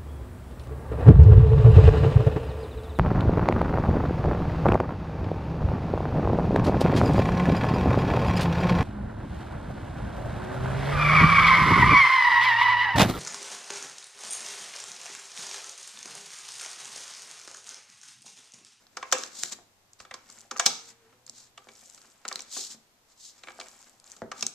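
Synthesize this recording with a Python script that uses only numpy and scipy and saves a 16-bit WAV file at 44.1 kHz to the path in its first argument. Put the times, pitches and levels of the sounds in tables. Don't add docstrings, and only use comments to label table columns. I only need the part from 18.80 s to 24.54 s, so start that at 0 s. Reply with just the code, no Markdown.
import sys
import numpy as np
from scipy import signal
from scipy.fft import rfft, irfft, next_fast_len
from scipy.io import wavfile
from scipy.ndimage import map_coordinates

SR = 44100
rng = np.random.default_rng(int(sys.argv[2]) if len(sys.argv) > 2 else 0)


def materialize(psi):
    bounded = np.clip(np.atleast_2d(psi).T, -1, 1)
    quanta = np.round(bounded * 32767).astype(np.int16)
    wavfile.write(sys.argv[1], SR, quanta)


N = 253134


def amp(db):
    return 10 ** (np.asarray(db) / 20)


def unit(x):
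    return x / np.sqrt(np.mean(x ** 2) + 1e-20)


def along(points, hz):
    point_hz, value = np.transpose(points)
    return np.interp(np.log(hz + 1), np.log(point_hz), value)


def wobble(knots_per_s):
    knots = rng.standard_normal(int(N * knots_per_s / SR) + 4)
    return map_coordinates(knots, [np.arange(N) * knots_per_s / SR])


def filtered(x, response):
    n = x.shape[-1]
    padded = 2 * next_fast_len(n // 2 + 2048)
    hz = np.fft.rfftfreq(padded, 1 / SR)
    return irfft(rfft(x, padded) * response(hz), padded)[..., :n]


def causal(gain):
    cepstrum = irfft(np.log(np.maximum(gain, 1e-6)))
    half = len(cepstrum) // 2
    fold = np.r_[1, np.full(half - 1, 2), 1, np.zeros(half - 1)]
    return np.exp(rfft(cepstrum * fold))


def peak(hz, centre_hz, width, boost_db):
    return amp(boost_db * np.exp(-(np.log((hz + 1) / centre_hz) / width) ** 2))


def ringing(modes, hz):
    total = 0
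    for k, (centre_hz, width_hz, db) in enumerate(modes):
        damping = 1j * hz * width_hz
        total = total + (-1) ** k * amp(db) * damping / (centre_hz ** 2 - hz ** 2 + damping)
    return total


def stereo(pair, alike):
    def mid_side_gains(hz):
        angle = np.arccos(np.clip(along(alike, hz), -1, 1)) / 2
        return np.array([np.cos(angle), np.sin(angle)])
    mid, side = filtered(pair, mid_side_gains)
    return np.array([mid + side, mid - side])


def rush(spectrum, alike):
    noise = stereo(rng.standard_normal((2, N)), alike)
    return unit(filtered(noise, lambda hz: amp(along(spectrum, hz))))


def add(track, start_s, sound):
    part = track[:, round(start_s * SR):][:, :sound.shape[1]]
    part += sound[:, :part.shape[1]]


def voiced(blow, edges_hz, levels_db, span_s):
    out = 0
    for lo, hi, db in zip(edges_hz, edges_hz[1:], levels_db):
        bandpass = signal.butter(3, [lo, hi], 'band', fs=SR, output='sos')
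        band = signal.sosfilt(bandpass, blow)
        rms = np.sqrt(np.mean(band[:, :int(span_s * SR)] ** 2))
        out = out + amp(db) * band / rms
    return out


def crackle(rate_per_s, spread_db, pitch_hz, scatter, cycles):
    count, t = int(rate_per_s * N / SR), np.arange(SR // 300) / SR
    when, size, pitch = rng.random((count, 3)).T[:, :, None]
    hz = pitch_hz * np.exp(scatter * (2 * pitch - 1))
    loudness = amp(spread_db * np.minimum(-np.log(1 - size), np.pi))
    pings = loudness * np.sin(2 * np.pi * hz * t) * np.exp(-t * hz / cycles)
    places = (when * N).astype(int) + np.arange(len(t))
    return np.bincount(places.ravel(), pings.ravel(), N)[:N]


def strokes(rows, first_law, second_law):
    t, first, second = np.arange(N) / SR, 0, 0
    for fastest_s, rise_s, fall_s, first_db, second_db in rows:
        ramp = np.interp(t, [fastest_s - rise_s, fastest_s, fastest_s + fall_s], [0, 1, 0])
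        speed = np.sin(np.pi / 2 * ramp)
        first = first + amp(first_db) * speed ** first_law
        second = second + amp(second_db) * speed ** second_law
    return first, second


# Hz, relative dB per Hz.
FLOOR = [(20, -5), (60, -10), (100, -7), (160, -10.5), (240, -10), (400, -11.5), (800, -9), (1500, -14),
         (3000, -16), (7000, -17), (10000, -23.5), (14000, -22), (14400, -63.5)]
# Hz, coherence.
DIFFUSE = [(40, 0), (130, 0.73), (300, 1), (650, 0.38), (1400, 0.16), (3100, 0), (14000, 0)]


def floor(level_db=-65.5):
    return amp(level_db) * rush(FLOOR, DIFFUSE)


def tone(rows, waver=0.023, flutter_db=-0.5):
    t = np.arange(N) / SR
    row_s, row_hz, row_db = np.transpose(rows)
    hz, db = np.interp(t, row_s, row_hz), np.interp(t, row_s, row_db)
    phase = 2 * np.pi * np.cumsum(hz * (1 + waver * wobble(16))) / SR
    level = np.sqrt(2) * amp(db + flutter_db * wobble(7.1))
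    return level * np.sin(phase) * (t >= row_s[0]) * (t <= row_s[-1])


# time in seconds, mean Hz, mean level in dB rms.
HUM = [(0, 91.5, -87), (0.9, 98, -80.5), (1.5, 111.5, -78.5), (2.2, 119, -76.5), (2.8, 125.5, -75.5),
       (3.1, 129.2, -82), (3.6, 128, -90)]


def hum():
    return tone(HUM)


# time in seconds, mean Hz, mean level in dB rms.
WHINE = [(1.88, 470, -90), (1.97, 470, -62.5), (2.18, 460, -74), (2.26, 464, -64.5), (2.38, 495, -77.5),
         (2.5, 506, -73), (2.56, 505, -105)]


def whine():
    return tone(WHINE)


# Hz, t60 in seconds.
ROOM_DECAY = [(150, 0.44), (500, 0.29), (2000, 0.44), (6500, 0.37), (13000, 0.32)]
# Hz, gain in dB.
ROOM_LEVEL = [(150, -2.5), (500, -2), (1500, -8.5), (4000, -12), (7500, -14.5), (13000, -7.5)]


def room(x, build_s=0.0039):
    hz, t, cells = signal.stft(rng.standard_normal((2, SR * 3 // 4)), SR, nperseg=256)
    decay = amp(-60 * t / along(ROOM_DECAY, hz)[:, None])
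    tail = signal.istft(cells * decay, SR, nperseg=256)[1]
    age_s = np.arange(tail.shape[1]) / SR
    tail = stereo(tail, DIFFUSE) * (1 - np.exp(-(age_s / build_s) ** 2))
    tail = tail / np.linalg.norm(tail[0])
    tail = filtered(tail, lambda hz: causal(amp(along(ROOM_LEVEL, hz))))
    return signal.fftconvolve(x.mean(axis=0)[None], tail, axes=1)[:, :N]


# Hz, coherence.
NEAR = [(200, 0.81), (700, 1), (1400, 0.94), (3100, .8), (6800, 0.5), (14000, 0.18)]
# Hz, width in Hz, relative dB.
TABLE = [(94.9, 30, -3.5), (157.7, 30, 2.5), (229.6, 17, 4), (340, 27, -11.5), (486, 17, -8), (627, 63, -5),
         (724, 42, -1.5)]
# Hz, relative dB.
TABLE_COLOUR = [(25, -6.5), (70, -7.5), (170, -11), (400, 2), (750, -1.5), (1050, -5), (1900, -9.5),
                (2500, -28.5), (7000, -28.5), (10000, -52.5), (15000, -70.5)]
# start in seconds, shudder, boom and knock levels in dB.
THUMPS = [(0.325, -63, -65, -75), (0.636, -79, -56, -50.5), (0.788, -76, -64, -53),
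          (1.204, -64.5, -67, -77), (1.311, -66, -63.5, -78), (1.861, -68, -44.5, -51),
          (2.498, -87.5, -64, -62), (2.8711, -82, -63, -52), (3.769, -76.5, -65, -47.5),
          (3.945, -85, -57.5, -61), (4.686, -79, -80, -74), (4.79, -82, -67, -43.5),
          (5.4194, -51, -39.5, -34), (5.631, -81, -46, -54)]


def thumps(modes_db=9, rattle_db=-27, rattle_t60_s=0.1):
    out, t = np.zeros((2, N)), np.arange(SR // 4) / SR

    def colour(hz):
        modes = amp(modes_db) * abs(ringing(TABLE, hz))
        return causal(amp(along(TABLE_COLOUR, hz)) * np.hypot(1, modes))
    for start_s, *levels_db in THUMPS:
        rattle = amp(rattle_db - 60 * t / rattle_t60_s) * stereo(rng.standard_normal((2, len(t))), NEAR)
        blow = filtered((t == 0) + rattle, colour)
        add(out, start_s, voiced(blow, [22, 120, 280, 12000], levels_db, span_s=0.0072))
    return out


# Hz, relative dB per Hz.
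HISS = [(1200, -34.5), (2400, -17), (3300, -5.5), (4400, 1), (6000, 1.5), (7500, 4), (9300, -10.5),
        (11500, -18.5), (14000, -18), (14500, -57.5)]
# Hz, relative dB per Hz.
RUB = [(60, -17.5), (150, -23.5), (230, 2), (400, -8.5), (750, -4.5), (1400, -2.5), (2400, -5.5),
       (4000, -16), (8000, -40), (14500, -67)]
# fastest at in seconds, speeding up and slowing down in seconds,
# hiss and rub peak gains in dB before the layer trims.
SLIDES = [(0.02, 0.087, 0.082, -65, -65.5), (0.27, 0.35, 0.18, -60.5, -63), (0.41, 0.19, 0.24, -44.5, -52),
          (0.61, 0.16, 0.27, -39, -55.5), (0.726, 0.021, 0.028, -33.5, -42.5),
          (1.2, 0.025, 0.09, -52, -60.5), (2.095, 0.21, 0.073, -49.5, -58.5),
          (2.27, 0.37, 0.22, -77.5, -67), (2.485, 0.046, 0.037, -61, -64), (2.59, .15, 0.2, -51.5, -64.5),
          (3.59, 0.27, 0.18, -51.5, -56), (3.785, 0.17, 0.22, -33.5, -56),
          (3.914, 0.024, 0.078, -41.5, -57), (4.315, 0.091, 0.063, -61.5, -70.5),
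          (4.468, .18, 0.12, -46, -71.5), (4.565, 0.1, 0.17, -61.5, -67.5),
          (5.595, 0.092, 0.1, -47.5, -53.5)]


def slides(hiss_law=5.35, rub_law=3.06, hiss_trim_db=-1, rub_trim_db=-3, catch_db=2.12):
    hiss, rub = strokes(SLIDES, hiss_law, rub_law)
    catch = amp(catch_db * wobble(220))
    fibres = amp(hiss_trim_db) * hiss * rush(HISS, NEAR)
    card = amp(rub_trim_db) * rub * rush(RUB, NEAR)
    return catch * (fibres + card)


# Hz, relative dB per Hz.
SNAP_COLOUR = [(150, -10), (600, -10.5), (1500, -5), (2800, -8.5), (4400, 8), (6800, 5), (8000, 3),
               (10000, -7), (13800, -16.5), (16000, -30.5)]
# start in seconds, body and crack levels in dB,
# crack centre in Hz.
SNAPS = [(0.0679, -53, -57, 4770), (0.3163, -40, -28.5, 5600), (0.3843, -49, -29.5, 6800),
         (0.4359, -29.5, -27.5, 5830), (0.6346, -25, -16.5, 7000), (1.133, -78.5, -44.5, 7450),
         (1.5005, -57, -40, 7200), (1.5868, -70, -42.5, 7150), (1.6072, -69, -42.5, 7100),
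         (1.768, -59, -36, 6550), (1.775, -56, -32.5, 6650), (1.783, -58, -34, 6240),
         (1.8573, -32, -23.5, 6870), (2.4653, -72, -39.5, 6960), (2.4778, -51, -46, 4670),
         (2.4963, -66, -32, 7130), (3.0989, -72, -41, 7700), (3.1473, -67, -42, 7400),
         (3.2168, -54, -48.5, 7330), (3.48, -41, -27.5, 7640), (3.486, -35, -25.5, 6560),
         (3.527, -54, -28.5, 4560), (3.5575, -32, -27, 4180), (3.6057, -64, -30.5, 5630),
         (3.6206, -54, -37.5, 7590), (4.7843, -57, -49, 8080), (5.1996, -77, -48, 8700),
         (5.2423, -69, -45.5, 7400), (5.318, -62, -37.5, 6500), (5.6094, -69, -29.5, 6070),
         (5.6661, -37, -17.5, 7200)]


def snaps(hold_s=0.00018, snap_t60_s=0.0066, ring_db=-22, ring_t60_s=0.054):
    out, t = np.zeros((2, N)), np.arange(SR // 16) / SR
    burst = amp(-60 * np.maximum(t - hold_s, 0) / snap_t60_s)
    shape = burst + amp(ring_db - 60 * t / ring_t60_s)
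    for start_s, *levels_db, crack_hz in SNAPS:
        def colour(hz):
            lift = peak(hz, crack_hz, width=.2, boost_db=8.5)
            return causal(amp(along(SNAP_COLOUR, hz)) * lift)
        blow = filtered(stereo(rng.standard_normal((2, len(t))), NEAR) * shape, colour)
        add(out, start_s, voiced(blow, [180, 3000, 17000], levels_db, span_s=0.0015))
    return out


# Hz, width in Hz, relative dB.
CASE = [(234.5, 8.4, -5), (521, 22, 3), (735.5, 150, 0.5), (810.5, 43, 2), (1043.5, 31, -3), (1160, 37, 1),
        (1330, 170, -1.5), (1644, 31.3, 2), (1807, 42, 0), (2294, 41, 1)]


def case(hz):
    return ringing(CASE, hz)


# Hz, relative dB per Hz.
PEEL = [(1500, -16.5), (3000, -5.5), (5000, -5), (6400, -2.5), (7600, 2), (9500, -11), (14000, -13),
        (15000, -69.5)]
# fastest at in seconds, speeding up and slowing down in seconds,
# peel and rolling peak gains in dB before the layer trims.
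RUNS = [(1.54, .17, 0.21, -56, -60.5), (3.05, 0.3, 0.51, -56.5, -65), (4.94, 0.49, 0.36, -56.5, -61.5),
        (5.3, 0.079, 0.16, -55, -62.5)]


def tape(peel_law=2.33, roll_law=1, peel_trim_db=-1, fizz_trim_db=-6, tick_trim_db=-6,
         roll_trim_db=-3, creak_trim_db=-7, judder_db=5.0, tug_db=2):
    peel, rolling = strokes(RUNS, peel_law, roll_law)

    def peel_colour(hz):
        return causal(amp(along(PEEL, hz)))
    threads = np.array([crackle(880, spread_db=5.5, pitch_hz=7200, scatter=0.42, cycles=1.7)
                        for _ in range(2)])
    grain = unit(filtered(stereo(threads, NEAR), peel_colour))
    strands = crackle(96, spread_db=8.5, pitch_hz=8320, scatter=0.4, cycles=0.7)
    ticks = unit(filtered(strands, peel_colour))
    glue = amp(peel_trim_db + tug_db * wobble(45)) * grain
    glue = glue + amp(fizz_trim_db) * rush(PEEL, NEAR) + amp(tick_trim_db) * ticks
    reels = unit(rush(RUB, NEAR) * amp(judder_db * wobble(60)))
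    slips = crackle(330, spread_db=6, pitch_hz=1360, scatter=.9, cycles=3.7)
    creak = unit(filtered(slips, lambda hz: causal(np.hypot(1, 3 * abs(case(hz))))))
    return peel * glue + rolling * (amp(roll_trim_db) * reels + amp(creak_trim_db) * creak)


# Hz, relative dB per Hz.
KNOCK_COLOUR = [(40, -13.5), (130, -22.5), (250, -3), (520, -2.5), (1250, 0.5), (2300, -1), (3300, -2.5),
                (4400, -2.5), (6800, -1.5), (8000, -3.5), (9500, -18), (13800, -27.5), (15200, -48)]
# seating time in seconds, thud, body and crack levels in dB,
# ring and crack centres in Hz.
KNOCKS = [(0.1695, -58, -36.5, -38.5, 1330, 5240), (0.2272, -73, -35, -48, 1075, 5900),
          (0.3247, -46.5, -21.5, -18, 521, 6400), (0.35, -48, -40, -61, 1770, 3150),
          (1.201, -66, -48.5, -50, 1280, 4610), (1.2502, -68, -51.5, -59, 1280, 3520),
          (1.3107, -67, -42, -51.5, 2060, 3700), (1.34, -60, -44, -40.5, 1040, 5470),
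          (1.7116, -52, -36.5, -36.5, 1300, 5630), (1.7615, -62, -40.5, -56, 1240, 6540),
          (1.7963, -62, -24.5, -21.5, 693, 6300), (1.8612, -44, -25.5, -12.5, 850, 5480),
          (2.326, -64.5, -63.5, -73.5, 1296, 2970), (2.7764, -71, -47.5, -49.5, 1220, 3190),
          (2.8867, -67, -51, -55, 2300, 3400), (3.1772, -70, -59.5, -56, 1320, 4570),
          (3.4514, -57, -38.5, -48.5, 1350, 4260), (3.5132, -62, -38.5, -51, 1090, 6010),
          (3.592, -65, -48.5, -42.5, 2300, 3680), (3.765, -54, -45, -44, 770, 4860),
          (4.6351, -67.5, -48.5, -50, 2470, 3920), (4.672, -61, -47, -59, 2320, 3520),
          (4.6837, -59, -43, -55, 2300, 3970), (4.7034, -73, -53, -60, 724, 3380),
          (4.7996, -63, -46, -41, 1070, 4760), (4.8113, -63, -45, -46.5, 2350, 3000),
          (5.365, -65, -62, -54, 1320, 7300), (5.516, -64, -36.5, -42.5, 1240, 5930),
          (5.6254, -53.5, -37.5, -26.5, 2480, 5540)]


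def knocks(lead_s=.005, seat_s=0.0019, chatter_t60_s=0.027, ring_t60_s=0.45, lead_db=-12, ring_db=-23,
           case_db=29, spot_db=7.5, hollow_db=-6.5):
    out, t = np.zeros((2, N)), np.arange(SR // 6) / SR
    age = np.maximum(t - lead_s, 0)
    scrape = amp(lead_db) * (t / lead_s) ** 2
    chatter = amp(-60 * np.maximum(age - seat_s, 0) / chatter_t60_s)
    shape = np.where(t < lead_s, scrape, chatter + amp(ring_db - 60 * age / ring_t60_s))
    impulse = 1.0 * (np.arange(len(t)) == round(lead_s * SR))
    ring = amp(case_db) * filtered(impulse, case)
    for seated_s, thud_db, body_db, crack_db, ring_hz, crack_hz in KNOCKS:
        levels_db = [thud_db, body_db + hollow_db, body_db, crack_db]

        def colour(hz):
            spot = peak(hz, ring_hz, width=0.1, boost_db=spot_db) * peak(hz, crack_hz, width=0.22, boost_db=6)
            return causal(amp(along(KNOCK_COLOUR, hz)) * spot)
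        rattle = stereo(rng.standard_normal((2, len(t))), NEAR) * shape
        blow = filtered(rattle + ring, colour)
        add(out, seated_s - lead_s, voiced(blow, [70, 400, 1000, 3000, 17000], levels_db, span_s=0.014))
    return out


def scene():
    background = floor() + hum() + whine()
    handling = slides() + thumps() + snaps() + tape()
    to_microphones, to_walls = knocks(), knocks()
    return background + handling + to_microphones + room(handling + to_walls)


# Hz, left minus right in dB.
PORTS = [(200, 0.5), (2400, 0), (4400, -1), (5600, -6.5), (6600, 2.5), (8100, 15), (10000, 5), (14000, 6)]


def record(dry, lag_s=.000012, ceiling=0.43, top_hz=16400):
    def ports(hz):
        gains = amp(np.outer([.5, -.5], along(PORTS, hz)))
        gains = gains / np.sqrt(np.mean(gains ** 2, axis=0))
        return gains * np.exp(1j * np.pi * lag_s * np.outer([1, -1], hz))
    x = filtered(dry, ports)
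    x = x / (1 + (x / ceiling) ** 4) ** (1 / 4)
    return filtered(x, lambda hz: np.clip((top_hz - hz) / 1500, 0, 1) ** 2)


dry = scene()
out = record(dry)
materialize(out)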